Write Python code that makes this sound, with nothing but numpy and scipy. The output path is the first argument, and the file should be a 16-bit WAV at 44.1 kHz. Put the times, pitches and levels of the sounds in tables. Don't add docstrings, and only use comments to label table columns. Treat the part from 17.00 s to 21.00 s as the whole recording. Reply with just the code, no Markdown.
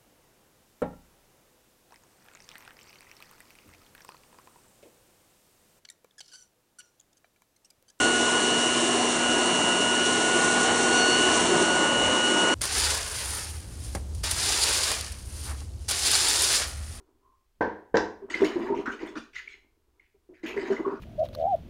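import sys
import numpy as np
from scipy import signal
from scipy.fft import rfft, irfft
from scipy.io import wavfile
from scipy.ndimage import uniform_filter1d, map_coordinates

SR = 44100
rng = np.random.default_rng(int(sys.argv[2]) if len(sys.argv) > 2 else 0)


def to_wav(sig):
    pcm = np.clip(np.atleast_2d(sig), -1, 1) * 32767
    pcm = np.round(pcm).astype(np.int16)
    wavfile.write(sys.argv[1], SR, pcm.T)


N = 176400
T = np.arange(N) / SR
DROPLETS_PER_S = 1400


def undb(db):
    return 10 ** (np.asarray(db) / 20)


def unit(x):
    return x / np.sqrt(np.mean(x ** 2))


def colour(x, points):
    hz, db = np.array(points).T
    freqs = np.maximum(np.fft.rfftfreq(len(x), 1 / SR), 1)
    gain = undb(np.interp(np.log(freqs), np.log(hz), db))
    return irfft(rfft(x) * gain, len(x))


def band(x, hz, width):
    return signal.lfilter(*signal.iirpeak(hz, hz / width, fs=SR), x)


def steep(x, hz, width):
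    return unit(band(band(x, hz, width), hz, width))


def envelope(attack, hold, release):
    t = T[:SR // 2]
    rise = np.sin(np.pi / 2 * np.minimum(t / attack, 1)) ** 2
    return rise * np.exp(-np.maximum(t - attack - hold, 0) / release)


def add(out, start, x):
    i = int(start * SR)
    out[i:i + len(x)] += x[:N - i]


def grains(per_s, size):
    chance, strength, sign = rng.random(size), rng.exponential(size=size), rng.choice([-1, 1], size)
    return (chance < per_s / SR) * sign * undb(1.5 * np.minimum(strength, 4))


def walk(size, per_s):
    span = int(SR / per_s)
    return unit(uniform_filter1d(uniform_filter1d(rng.standard_normal(size), span), span // 2))


def blip(hz, env, glide_per_s, wobble):
    drift = unit(uniform_filter1d(rng.standard_normal(len(env)), SR // 200))
    pitch = hz * np.exp(glide_per_s * T[:len(env)] + wobble * drift)
    return env * np.sin(2 * np.pi * np.cumsum(pitch) / SR)


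def background():
    # (frequency [Hz], level [dB])
    noise_tone = [(60, 4.5), (200, -20), (1000, -22.5), (12000, -31.5)]
    return undb(-71) * unit(colour(rng.standard_normal(N), noise_tone))


def rub():
    out, env = np.zeros(N), envelope(attack=0.05, hold=0.1, release=0.05)
    note = steep(rng.standard_normal(len(env)), hz=1043, width=130)
    add(out, start=0.2, x=undb(-67) * env * note)
    return out


def knocks():
    # (time [s], level [dB], extra clang [dB])
    hits = [(0.608, -2.5, 3.5), (0.9419, 1.5, 2.5)]
    # (pitch [Hz], level [dB])
    pot_notes = [(91, -13), (205, -7), (312, -1), (436, 1), (494, -3.5), (567, -16), (712, -6.5),
                 (883, -12), (942, -8), (988, -3.5), (1548, -3.5), (1629, -17.5)]
    # (frequency [Hz], level [dB])
    clang_tone = [(110, -26.5), (220, -8), (443, 2), (645, -9), (950, -2.5), (1260, -21), (1570, -7.5),
                  (2650, -33.5), (6000, -45), (9000, -73)]
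    ring_s, clang_s = 0.41, 0.43
    out, t = np.zeros(N), T[:SR]
    onset = np.minimum(t / 0.0027, 1)
    for start, db, clang_db in hits:
        ring = 0
        for k, (hz, note_db) in enumerate(pot_notes):
            fade_db = 60 * t / ring_s * (hz / 500) ** 0.12
            ring += (-1) ** k * undb(note_db - fade_db) * np.sin(2 * np.pi * hz * t)
        clang = unit(colour(rng.standard_normal(SR), clang_tone))
        clang *= undb(clang_db - 23.5 - 60 * t / clang_s)
        add(out, start, undb(db) * (undb(-26) * ring + clang) * onset)
        thud = blip(hz=445, env=envelope(0.0026, 0.0084, 0.0016), glide_per_s=0, wobble=0)
        add(out, start, undb(db - 12.5) * thud)
    return out


def rumble(sound):
    force = np.abs(uniform_filter1d(np.abs(sound), SR // 20)) + 1e-9
    return undb(-38.5) * force ** 0.6 * steep(rng.standard_normal(N), hz=42.3, width=55)


def rattles():
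    # (time [s], level [dB])
    ticks = [(0.955, -34.5), (0.969, -21.5)]
    # (frequency [Hz], level [dB])
    tick_tone = [(300, -23), (1700, 5.5), (2500, -3.5), (5700, -10.5), (7000, -12.5), (10000, -53.5)]
    out = np.zeros(N)
    snap, tail = envelope(0.00093, 0, 0.0052), envelope(0.0052, 0, 0.036)
    for start, db in ticks:
        sizzle = tail * steep(grains(DROPLETS_PER_S, len(tail)), hz=5560, width=1390)
        tick = snap * unit(colour(rng.standard_normal(len(snap)), tick_tone))
        add(out, start, undb(db) * (tick + undb(-25.5) * sizzle))
    return out


def glugs():
    # (time [s], pitch [Hz], level [dB], hold [s])
    pockets = [(1.217, 399.7, -38, 0.027), (1.351, 338, -32.5, 0.0064), (1.4161, 395.7, -14, .012),
               (1.44, 315, -26.5, 0.028), (1.556, 350.4, -20, 0.017), (1.597, 355, -30, 0.035),
               (1.6996, 391, -19, 0.0067), (1.719, 375, -21.5, 0.0046), (1.762, 370, -26.5, 0.0091),
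               (1.785, 390, -25.5, 0.015), (1.876, 270, -29.5, 0.0054), (2.029, 336, -28.5, 0.0064),
               (2.159, 313, -33.5, 0.02), (3.142, 416, -59, 0.011), (3.289, 366, -47.5, 0.041),
               (3.434, 324, -30.5, 0.019), (3.564, 406, -24.5, 0.019), (3.629, 394, -31.5, 0.0056),
               (3.6997, 395, -19.5, 0.015), (3.799, 367, -28.5, 0.0094), (3.862, 391, -24, 0.018),
               (3.919, 392, -29.5, 0.017)]
    out = np.zeros(N)
    for start, hz, db, hold in pockets:
        tone = blip(hz, envelope(0.004, hold, 0.0045), glide_per_s=-0.37, wobble=0.021)
        gulp = steep(rng.standard_normal(len(tone)), hz=307.8, width=240) * envelope(0.004, hold, 0.022)
        add(out, start, undb(db) * (tone + undb(-11.5) * gulp))
    return out


def squelch(x):
    swell, bend = walk(len(x), per_s=35), walk(len(x), per_s=35)
    speed = np.exp(0.09 * np.tanh(bend))
    bent = map_coordinates(x, [np.cumsum(speed)], mode="mirror")
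    return unit(bent * undb(4 * np.tanh(2 * swell)))


def swirl():
    # (time [s], level [dB])
    loudness = [(0, -65), (.5, -88.5), (1.26, -56), (1.36, -37), (1.78, -38.5), (1.85, -44.5), (2.17, -44),
                (2.26, -69.5), (3.38, -83), (3.46, -41.5), (3.88, -38.5), (4.0, -50)]
    # (frequency [Hz], level [dB])
    cream_tone = [(60, -19), (160, -26), (215, 0), (390, 12), (540, -7.5), (960, -6.5), (1200, -7),
                  (4000, -49.5)]
    gurgle = squelch(colour(grains(per_s=700, size=N), cream_tone))
    return undb(np.interp(T, *np.array(loudness).T)) * gurgle


def flicker(x):
    out = 0
    for hz in np.geomspace(1500, 13000, num=14):
        gain = undb(7.5 * np.tanh(walk(len(x), per_s=41)))
        out += gain * band(band(x, hz, hz / 5), hz, hz / 5)
    return out


def splashes():
    # (time [s], hold [s], froth level [dB], froth pitch [Hz], spray level [dB])
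    splats = [(1.297, 0.051, -45.5, 1710, -45), (1.337, 0.089, -41, 1790, -48),
              (1.445, 0.0061, -53, 2120, -36), (1.473, .18, -49, 1840, -58), (1.745, 0.051, -51, 2330, -58),
              (1.856, 0.023, -34, 1344, -54.5), (1.908, 0.024, -46.5, 1430, -50.5),
              (1.988, 0.037, -44.5, 1850, -56.5), (2.06, 0.015, -48.5, 1910, -51),
              (2.152, 0.027, -44.5, 1400, -47), (2.33, 0.031, -48.5, 2065, -54),
              (2.353, 0.039, -45, 2120, -51), (2.485, 0.044, -56.5, 2212, -61), (3, 0.06, -70, 2170, -85),
              (3.336, 0.044, -60.5, 1900, -75.5), (3.428, 0.067, -48, 1920, -53.5),
              (3.459, 0.04, -43, 2370, -51.5), (3.558, 0.11, -47, 1880, -53.5),
              (3.707, 0.024, -43.5, 1710, -49.5), (3.751, 0.043, -54.5, 1885, -57),
              (3.852, 0.1, -45.5, 1220, -66)]
    # (frequency [Hz], level [dB])
    spray_tone = [(1500, -5), (3000, -3.5), (7000, -13.5), (7800, -22.5), (8900, -21), (10000, -39)]
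    # (time [s], level [dB])
    fizzes = [(1.424, -66), (3.459, -65.5)]
    out, fade_s = np.zeros(N), 0.026
    for start, hold, db, hz, spray_db in splats:
        env = envelope(0.13 * hold, hold, fade_s)
        bubbles = steep(grains(per_s=1500, size=len(env)), hz, width=0.37 * hz)
        froth = squelch(band(bubbles, hz, width=hz))
        droplets = flicker(grains(DROPLETS_PER_S, len(env)))
        spray = unit(colour(droplets, spray_tone))
        add(out, start, env * (undb(db) * froth + undb(spray_db) * spray))
    for start, db in fizzes:
        env = envelope(0.0052, 0.028, fade_s)
        fizz = steep(grains(DROPLETS_PER_S, len(env)), hz=12480, width=6240)
        add(out, start, undb(db) * env * fizz)
    return out


def pops():
    # (time [s], pitch [Hz], level [dB])
    bursts = [(1.299, 1867, -30), (1.339, 2075, -17.5), (1.447, 2170, -28.5), (1.681, 906, -37),
              (1.719, 898, -32.5), (2.36, 2020, -27.5), (2.473, 2248, -32), (2.536, 2080, -41.5),
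              (2.994, 2093, -48), (3.571, 1970, -27.5), (3.762, 1967, -31), (3.847, 1138, -30)]
    out = np.zeros(N)
    for start, hz, db in bursts:
        hold = 0.012 * (1000 / hz) ** 4.4
        env = envelope(0.0075, hold, 0.00078)
        rasp = 0.14 * env * steep(rng.standard_normal(len(env)), hz, width=hz / 2)
        tone = blip(hz, env, glide_per_s=0.5, wobble=0.029)
        add(out, start, undb(db) * (tone + rasp))
    return out


def hollow(x):
    # (pitch [Hz], gain [dB])
    air_notes = [(232, 3), (311, -10), (388, -10), (640, 1), (950, 6)]
    return sum(undb(db) * band(x, hz, width=hz / 23) for hz, db in air_notes)


def room(x):
    # (frequency [Hz], level against the direct sound [dB])
    echo_tone = [(300, -11.5), (450, -9.5), (1000, -7.5), (6000, -6.5)]
    low_s, high_s, split_hz = 0.35, 0.32, 4000
    t = T[:SR]
    noise = colour(rng.standard_normal(SR), echo_tone)
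    low = signal.sosfilt(signal.butter(2, split_hz, fs=SR, output="sos"), noise)
    high = signal.sosfilt(signal.butter(2, split_hz, "high", fs=SR, output="sos"), noise)
    build = np.minimum(t / 0.012, 1)
    low_env, high_env = build * undb(-60 * t / low_s), build * undb(-60 * t / high_s)
    echoes = (low * low_env - high * high_env) / np.linalg.norm(low_env)
    return signal.fftconvolve(x, echoes)[:N]


def scene():
    cream = glugs() + pops() + splashes() + swirl()
    chatter = rattles()
    pot = knocks() + chatter + rub() + cream + hollow(cream)
    return (pot + background() + room(cream + chatter) + rumble(pot))[None]


def record(dry):
    top_hz = 15750
    return signal.sosfilt(signal.ellip(10, .2, 80, top_hz, fs=SR, output="sos"), dry)


dry = scene()
out = record(dry)
to_wav(out)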